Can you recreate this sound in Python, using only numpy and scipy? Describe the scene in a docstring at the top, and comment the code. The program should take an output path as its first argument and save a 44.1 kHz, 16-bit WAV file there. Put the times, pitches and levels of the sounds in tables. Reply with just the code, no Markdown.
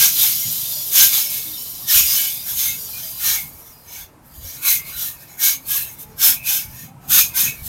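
"""A jumper bounces on a garden trampoline, heard from across the lawn through one bright microphone.
Each landing and take-off drags the mat and stretches the springs: random clicks make a dense rasp and a crunch,
and set tuned modes ringing as coils that chatter on in flight and a steel frame. Hooks creak in pairs of tones.
Below lie low thuds of the mat over light wind, distant traffic and a flatter murmur of leaves, all made from
coloured noise; faint wavering tones colour the murmur."""
import sys
import numpy as np
from scipy import signal
from scipy.fft import rfft, irfft, next_fast_len
from scipy.io import wavfile

SR = 44100
rng = np.random.default_rng(int(sys.argv[2]) if len(sys.argv) > 2 else 0)


def file_out(sig):
    """Save sig as 16-bit WAV at sys.argv[1]."""
    # one column per channel
    cols = np.atleast_2d(sig).T
    # limit, then scale
    lim = np.clip(cols, -1, 1)
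    pcm = np.round(lim * 32767).astype(np.int16)
    wavfile.write(sys.argv[1], SR, pcm)


N = 338670   # length in samples
STEP = 40   # slow curves are worked out once in this many samples

# each stretch or recoil of the mat: peak t/s, rasp level/dB, rise/s, fall/s,
# then against the rasp: coil chatter/dB, rim ring/dB, leg scrape/dB
MAT_STROKES = [(0.023, -11, 0.21, 0.11, -5.1, -14, -20.5), (0.232, -14.5, 0.09, 0.13, -6.5, -15, -24),
               (1.007, -8.5, 0.092, 0.12, -6, -14, -24), (1.155, -16.0, 0.06, 0.15, -5.5, -16, -23.5),
               (1.348, -24, 0.075, 0.1, -5, -17, -29), (1.924, -14.3, 0.058, 0.12, -4.5, -20, -19),
               (1.984, -11.5, 0.065, 0.077, -6.5, -12.5, -27), (2.068, -19, 0.073, 0.1, -11, -15, -35),
               (2.156, -17, 0.14, 0.25, -6.5, -16, -23), (2.49, -25, 0.045, 0.13, -7, -20.7, -18),
               (2.617, -17.5, 0.069, 0.15, -7, -18.5, -25.1), (3.019, -33.0, 0.079, 0.15, -4, -21, -16),
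               (3.295, -16.5, 0.11, 0.14, -6, -15.5, -16), (3.598, -49.5, 0.07, 0.077, -5, -13, -16),
               (3.688, -43, 0.054, 0.07, -7, -26, -21), (3.983, -34.5, 0.129, 0.094, -3, -10.5, -15),
               (4.269, -51.5, 0.045, 0.099, -11, -21, -9), (4.485, -35.5, 0.09, 0.23, -4.5, -15.5, -21),
               (4.7, -14, 0.082, 0.11, -9, -15.5, -18), (4.895, -33.5, 0.059, 0.14, -6, -13, -14),
               (5.02, -22.5, 0.073, 0.13, -7.5, -22.5, -25.5), (5.223, -41, 0.04, 0.046, -7, -18, -15.6),
               (5.311, -45.5, 0.053, 0.1, -4, -13, -13), (5.462, -13.5, 0.072, 0.105, -7, -16.5, -16.5),
               (5.742, -18, 0.083, 0.14, -9.5, -20, -22.5), (5.902, -37, 0.056, 0.082, -13, -13, -15.1),
               (6.013, -34, 0.044, 0.052, -11.5, -19, -20), (6.107, -54, 0.092, 0.085, -11, -12.1, -14),
               (6.259, -11, 0.071, 0.11, -7.5, -20.5, -19), (6.508, -16.5, 0.069, 0.14, -7, -21, -23.5),
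               (6.744, -42.2, 0.059, 0.13, -7, -14, -15), (6.812, -38.5, 0.085, 0.1, -5.5, -14.5, -20),
               (7.055, -50, 0.055, 0.117, -4, -13, -11), (7.144, -10.5, 0.056, 0.14, -7, -24, -17.5),
               (7.191, -11.5, 0.034, 0.058, -7, -18.0, -16), (7.395, -15, 0.055, 0.13, -7.5, -18, -20),
               (7.709, -25.5, 0.089, 0.12, -9.5, -23.6, -23.5)]
# springs left shivering between strokes: t/s, rasp level/dB,
# then against the rasp: coil chatter/dB, rim ring/dB, leg scrape/dB
SPRING_SHIVER = [(0.3, -20.5, -6.5, -29, -35), (0.9, -25.5, -7.5, -44, -48), (1.3, -26, -7.0, -16.7, -33),
                 (1.74, -32, -7.0, -32, -35), (2.8, -30, -9, -24.5, -24.5), (3.41, -32, -8, -20, -29),
                 (3.51, -41, -10, -13, -19), (4.05, -56, -5, -7, -11.5), (4.18, -71.5, -7.5, -7, -6),
                 (4.35, -43.5, -9, -27, -16), (4.9, -38.5, -10, -6.5, -11), (5.3, -49.5, -8, -8, -14.9),
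                 (5.9, -45, -9, -11, -18), (6.15, -58, -3, -8.0, -10), (6.6, -36, -10, -2, -16),
                 (6.97, -68, -9.5, -8.0, -11), (7.3, -41, -8, -6, -20), (7.68, -39.5, -8, -23, -20)]
# colour of the fine rasp of weave and coils: f/Hz, relative level/dB
RASP_COLOUR = [(2000, -60), (5500, -34), (7200, -13), (8300, -10), (10500, -7), (11400, -5), (12100, 1),
               (13500, -2), (15200, -5), (16000, -10)]
# colour of the crunch of a hard stretch: f/Hz, relative level/dB
CRUNCH_COLOUR = [(400, -42), (900, -17.5), (1500, -14), (2000, -11), (3300, -0.5), (5000, -2), (6400, 1),
                 (7500, -3.5), (9000, -22)]
# modes (ringing tones) that all springs share: f/Hz, relative level/dB, time to fall 60 dB/s,
# scatter of the copies to either side (share of f)
SPRING_MODES = [(3066, -3, 0.095, 0.039), (3334, -7.5, 0.24, 0.0377), (3594, 0.5, 0.13, 0.043),
                (4036, 0, 0.13, 0.0365), (4487, -5, 0.1, 0.0496), (4910, -3, 0.16, 0.0234),
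                (5320, 1, 0.086, 0.0385), (5790, 0.5, 0.084, 0.0363), (6323, 5.5, 0.14, 0.0226),
                (6540, 1, 0.088, 0.0182), (6820, 1.5, 0.26, 0.0286), (7470, -5, 0.13, .04),
                (11960, -1.5, 0.16, 0.0216), (12010, 0.5, 0.087, 0.0298)]
# free shivering favours other spring modes than a stretch does: added to each mode/dB
SHIVER_FAVOURS_DB = [-0.5, -2.5, -3, 2, 8, 7, 0, 1.5, -7, -7.5, 2.5, -7, -1, -2.5]
# modes of the steel rim: f/Hz, relative level/dB, time to fall 60 dB/s, scatter (share of f)
RIM_MODES = [(2150, -4.5, 0.12, 0.033), (2270, -3.5, 0.28, 0.0359), (2535, -1, 0.18, 0.0442),
             (2807, -8, 0.084, 0.0336)]
# modes of the steel legs: f/Hz, relative level/dB, time to fall 60 dB/s, scatter (share of f)
LEG_MODES = [(870, -15, 0.17, 0.073), (1196, -7, 0.079, 0.104), (1459, -4.5, 0.082, 0.058),
             (1605, -3, 0.17, 0.045), (1802, -2.5, 0.1, 0.046)]
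# single hooks and springs that sing out: t/s, level/dB, f/Hz, length/s
HOOK_CREAKS = [(0.208, -36, 866, 0.053), (0.41, -40, 2130, 0.064), (0.693, -38.5, 4960, 0.22),
               (1.111, -36, 870, 0.088), (1.233, -46, 2210, 0.31), (1.75, -49, 4940, 0.13),
               (2.347, -44, 4870, 0.15), (2.364, -43, 3670, 0.062), (2.694, -41, 2600, 0.057),
               (2.996, -45, 4860, 0.28), (3.183, -51, 2150, 0.053), (4.658, -28, 4050, 0.087),
               (4.845, -48, 4250, 0.07), (4.92, -41.5, 4010, 0.087), (5.366, -44, 1615, 0.1),
               (5.634, -52, 4350, 0.05), (5.678, -38, 1640, 0.14), (5.855, -46, 6480, 0.087),
               (6.17, -33, 1603, 0.08), (6.19, -45, 2220, 0.1), (6.45, -38, 1580, 0.17),
               (6.482, -36, 848, 0.07), (6.862, -42, 800, 0.09), (7.02, -41.5, 792, 0.19),
               (7.237, -38, 6620, 0.048), (7.317, -41, 2120, 0.17), (7.323, -38, 1550, 0.12),
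               (7.458, -40, 2230, 0.07), (7.555, -49, 2270, 0.096)]
# surroundings: t/s, low thuds and wind level/dB, traffic drone level/dB, murmur of leaves level/dB
YARD_LEVELS = [(0.0, -58, -43.5, -53), (0.66, -57.5, -49, -52), (3.23, -52, -50, -54),
               (3.44, -47.5, -48, -52), (3.68, -53, -55, -55), (5.8, -58, -52.5, -53.5),
               (6.25, -46, -51.5, -52.5), (6.91, -64, -45, -55.5), (7.25, -44.5, -44.5, -49.5),
               (7.68, -53, -48, -52)]
# the low end swells briefly: onset t/s, low thuds level/dB, drone level/dB
LOW_BUMPS = [(.463, -55, -43), (1.02, -49, -54), (1.953, -40.5, -45), (2.65, -46, -46), (3.264, -43, -47),
             (4.0, -48, -56), (4.377, -42, -52.5), (4.755, -50, -49), (4.96, -46.5, -51), (5.636, -52, -49),
             (5.8, -49, -51), (6.06, -42.5, -46.5), (6.656, -42, -42), (6.816, -55, -45),
             (7.091, -50, -40.5), (7.401, -47, -36.5), (7.6, -39.5, -41)]
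# colour of the low thuds of the mat and the light wind: f/Hz, relative level/dB
THUD_COLOUR = [(12, -35), (25, -12), (60, 0.5), (85, 0.5), (110, -22), (300, -75)]
# colour of the traffic drone: f/Hz, relative level/dB
DRONE_COLOUR = [(60, -48), (95, -7.5), (134, 0), (165, -6.5), (250, -12.5), (400, -32.5), (600, -52.5)]
# colour of the murmur of leaves: f/Hz, relative level/dB
MURMUR_COLOUR = [(200, -3), (350, -3), (600, -0.5), (900, 1), (1400, -5), (2000, -8), (4000, -18.5),
                 (12000, -16), (16000, -32.5)]
# faint wavering tones in the murmur: f/Hz, relative level/dB, time to fall 60 dB/s, scatter (share of f)
WARBLE_MODES = [(279.2, 1, 0.19, 0.198), (480.4, 0, 0.13, 0.255), (804, 1, 0.12, 0.195),
                (1133, -0.5, 0.11, 0.157)]

SWELL_DB = 20   # a lone swell lies this far under its peak one rise before and one fall after it
RISE_POWER, FALL_POWER = 2.53, 2.04   # how squarely a swell rises and falls
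RIM_LINGERS, LEGS_LINGER = 1.19, 0.8   # their fall as a multiple of the stroke's
HELD = 0.63   # share of the level in dB that acts by damping the ringing; the rest sets how hard it is struck
SPELL_S = 0.12   # how long a mode stays equally busy
BUMP_DELAY_S, BUMP_RISE_S, BUMP_FALL_S = 0.023, 0.049, 0.13   # onset to peak, then the swell's two sides
CUTOFF_HZ = 15930   # top of the microphone's sound


def trampoline():
    """One motion drives the rasp, the coils and the frame; hard stretches bury the ringing in crunch."""
    rasp_db, coil_db, rim_db, legs_db, shiver_share = motion()
    rasp = from_db(rasp_db + 1.0 * drift(40.0)) * coloured(grains(14000.0, 1.4), RASP_COLOUR)
    # crunch grows faster than the chatter as the rasp gets louder
    hardness_db = 0.25 * (rasp_db + 12)
    crunch = from_db(coil_db + hardness_db - 2.5) * coloured(grains(5000.0, 1.8), CRUNCH_COLOUR)
    chatter = struck(SPRING_MODES, coil_db, 12000.0, 3.0, family_db=3.0, single_db=3.5, count=7,
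                     favours_db=SHIVER_FAVOURS_DB, share=shiver_share)
    rim = struck(RIM_MODES, rim_db, 3000.0, 2.3, family_db=5.0, single_db=4.0, count=8)
    legs = struck(LEG_MODES, legs_db, 3000.0, 2.9, family_db=5.5, single_db=3.0, count=6)
    return rasp + crunch + chatter + rim + legs


def motion():
    """Levels of rasp, coils, rim and legs as strokes ride over the shiver; and the shiver's share of the coils."""
    shiver_db, coil_db, rim_db, legs_db = in_time(SPRING_SHIVER)
    peak_s, stroke_db, rise, fall, coil_hit_db, rim_hit_db, legs_hit_db = np.transpose(MAT_STROKES)
    rasp = swells(shiver_db, peak_s, stroke_db, rise, fall)
    coils = swells(shiver_db + coil_db, peak_s, stroke_db + coil_hit_db, rise, fall)
    rim = swells(shiver_db + rim_db, peak_s, stroke_db + rim_hit_db, rise, RIM_LINGERS * fall)
    legs = swells(shiver_db + legs_db, peak_s, stroke_db + legs_hit_db, rise, LEGS_LINGER * fall)
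    shiver_share = from_db(2 * (shiver_db + coil_db - coils))   # share of power
    return rasp, coils, rim, legs, shiver_share


def struck(modes, force_db, per_s, spread_db, family_db, single_db, count, favours_db=0, share=0):
    """Random contacts ring `count` copies of each mode; families and single copies are busy or idle in spells."""
    hz, level_db, t60, scatter = np.repeat(modes, count, axis=0).T
    # copies fill their band loosely
    place = (np.arange(len(hz)) % count + rng.random(len(hz))) / count
    hz = hz * (1 + scatter * (2 * place - 1))
    # each contact goes to one copy
    dealt = rng.integers(0, len(hz), N)
    spell = round(SPELL_S * SR)
    family = np.repeat(rng.standard_normal((len(modes), N // spell + 1)), count, axis=0)
    single = rng.standard_normal(family.shape)
    busy = rms_one(from_db(family_db * family + single_db * single))
    clicks = from_db((1 - HELD) * force_db) * grains(per_s, spread_db)
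    clicks = clicks * busy[dealt, np.arange(N) // spell]
    favours = np.repeat(favours_db + np.zeros(len(modes)), count)
    clicks = clicks * from_db(share * favours[dealt])
    rings = np.zeros(N)
    for k in range(len(hz)):
        rings += from_db(level_db[k]) * ring(clicks * (dealt == k), hz[k], t60[k])
    mode_loudness = np.sqrt(np.mean(from_db(2 * level_db)))
    return from_db(HELD * force_db) * rings / mode_loudness


def creaks():
    """A hook slips unevenly for a moment and sounds a close pair of tones."""
    out, slips = np.zeros(N), grains(1200.0, 1.0)
    for s, level_db, hz, length in HOOK_CREAKS:
        # 0.3 s more lets the tones die away
        span = slice(round(s * SR), round((s + length + 0.3) * SR))
        age = np.clip(np.arange(len(slips[span])) / SR / length, 0, 1)
        push = slips[span] * np.sin(np.pi * age ** 0.5)
        lower = ring(push, hz * (1 - 0.006), 0.073)
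        upper = ring(push, hz * (1 + 0.0082), 0.11)
        out[span] += from_db(level_db) * (lower - upper)
    return out


def yard():
    """Low thuds of the mat over light wind, a traffic drone and a flatter murmur, all coloured noise; faint tones."""
    thuds_db, drone_db, murmur_db = in_time(YARD_LEVELS)
    # the low end swells briefly
    onset_s, thuds_bump_db, drone_bump_db = np.transpose(LOW_BUMPS)
    peak_s = onset_s + BUMP_DELAY_S
    thuds_db = swells(thuds_db, peak_s, thuds_bump_db, BUMP_RISE_S, BUMP_FALL_S)
    drone_db = swells(drone_db, peak_s, drone_bump_db, BUMP_RISE_S, BUMP_FALL_S)
    thuds = from_db(thuds_db + 2.4 * drift(4.6)) * coloured(rng.standard_normal(N), THUD_COLOUR)
    drone = from_db(drone_db + 1.5 * drift(8.0)) * coloured(rng.standard_normal(N), DRONE_COLOUR)
    murmur = from_db(murmur_db + 0.29 * drift(3.4)) * coloured(rng.standard_normal(N), MURMUR_COLOUR)
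    warble = struck(WARBLE_MODES, murmur_db, 1500.0, 1.8, family_db=1.5, single_db=6.5, count=5)
    return thuds + drone + murmur + warble


def swells(under_db, peak_s, level_db, rise_s, fall_s):
    """Rounded swells of level in dB, their power added to that of the level under them."""
    peak_s, level_db, rise_s, fall_s = [np.reshape(v, (-1, 1)) for v in (peak_s, level_db, rise_s, fall_s)]
    since = np.arange(0, N + STEP, STEP) / SR - peak_s
    width = np.where(since < 0, rise_s, fall_s)
    bend = np.where(since < 0, RISE_POWER, FALL_POWER)
    swell_db = level_db - SWELL_DB * np.abs(since / width) ** bend
    power = from_db(2 * swell_db).sum(axis=0)   # twice the dB gives power
    power = np.interp(np.arange(N) / STEP, np.arange(len(power)), power)
    return 10 * np.log10(from_db(2 * under_db) + power)


def ring(push, hz, t60):
    """A mode rings at hz and falls 60 dB in t60 seconds; steady noise of rms 1 settles at rms 1."""
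    r, w = from_db(-60 / (t60 * SR)), 2 * np.pi * hz / SR
    gain = np.sin(w) * np.sqrt(2 * (1 - r * r))
    return signal.lfilter([0, gain], [1, -2 * r * np.cos(w), r * r], push + 1e-18)


def grains(per_s, spread_db):
    """About per_s random clicks a second, of uneven size and either sign; rms 1."""
    sizes = from_db(spread_db * np.minimum(rng.exponential(1, N), 5)) * rng.choice([-1, 1], N)
    return rms_one(sizes * (rng.random(N) < per_s / SR))


def coloured(x, spectrum):
    """Give a flat-spectrum signal the colour of a table; rms 1."""
    size = next_fast_len(N)
    hz, level_db = np.transpose(spectrum)
    log_hz = np.log(np.arange(1, size // 2 + 2) * SR / size)
    gain = from_db(np.interp(log_hz, np.log(hz), level_db))
    return rms_one(irfft(rfft(x, size) * gain, size)[:N])


def drift(rate_hz):
    """Slow random wander of rms 1: noise smoothed twice above rate_hz."""
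    r = np.exp(-2 * np.pi * rate_hz * STEP / SR)
    noise = rng.standard_normal(N // STEP + 2002)
    slow = signal.lfilter([1], [1, -2 * r, r * r], noise)[2000:]   # skip the filter's start
    return np.interp(np.arange(N) / STEP, np.arange(len(slow)), rms_one(slow))


def in_time(rows):
    """Join the points of a level table by straight lines, one value a sample."""
    s, *columns = np.transpose(rows)
    return [np.interp(np.arange(N) / SR, s, c) for c in columns]


def rms_one(x):
    """Scale to an average strength (rms) of 1."""
    return x / np.sqrt(np.mean(x ** 2) + 1e-20)


def from_db(db):
    """Decibels to gain."""
    return 10 ** (np.asarray(db) / 20)


def scene():
    """One microphone feeds both channels."""
    return np.tile(trampoline() + creaks() + yard(), (2, 1))


def record(dry):
    """Any peak beyond full scale is clipped, then a steep filter cuts the top."""
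    cut = signal.ellip(12, 0.3, 75, CUTOFF_HZ, fs=SR, output="sos")
    return signal.sosfilt(cut, np.clip(dry, -1, 1))


dry = scene()
out = record(dry)
file_out(out)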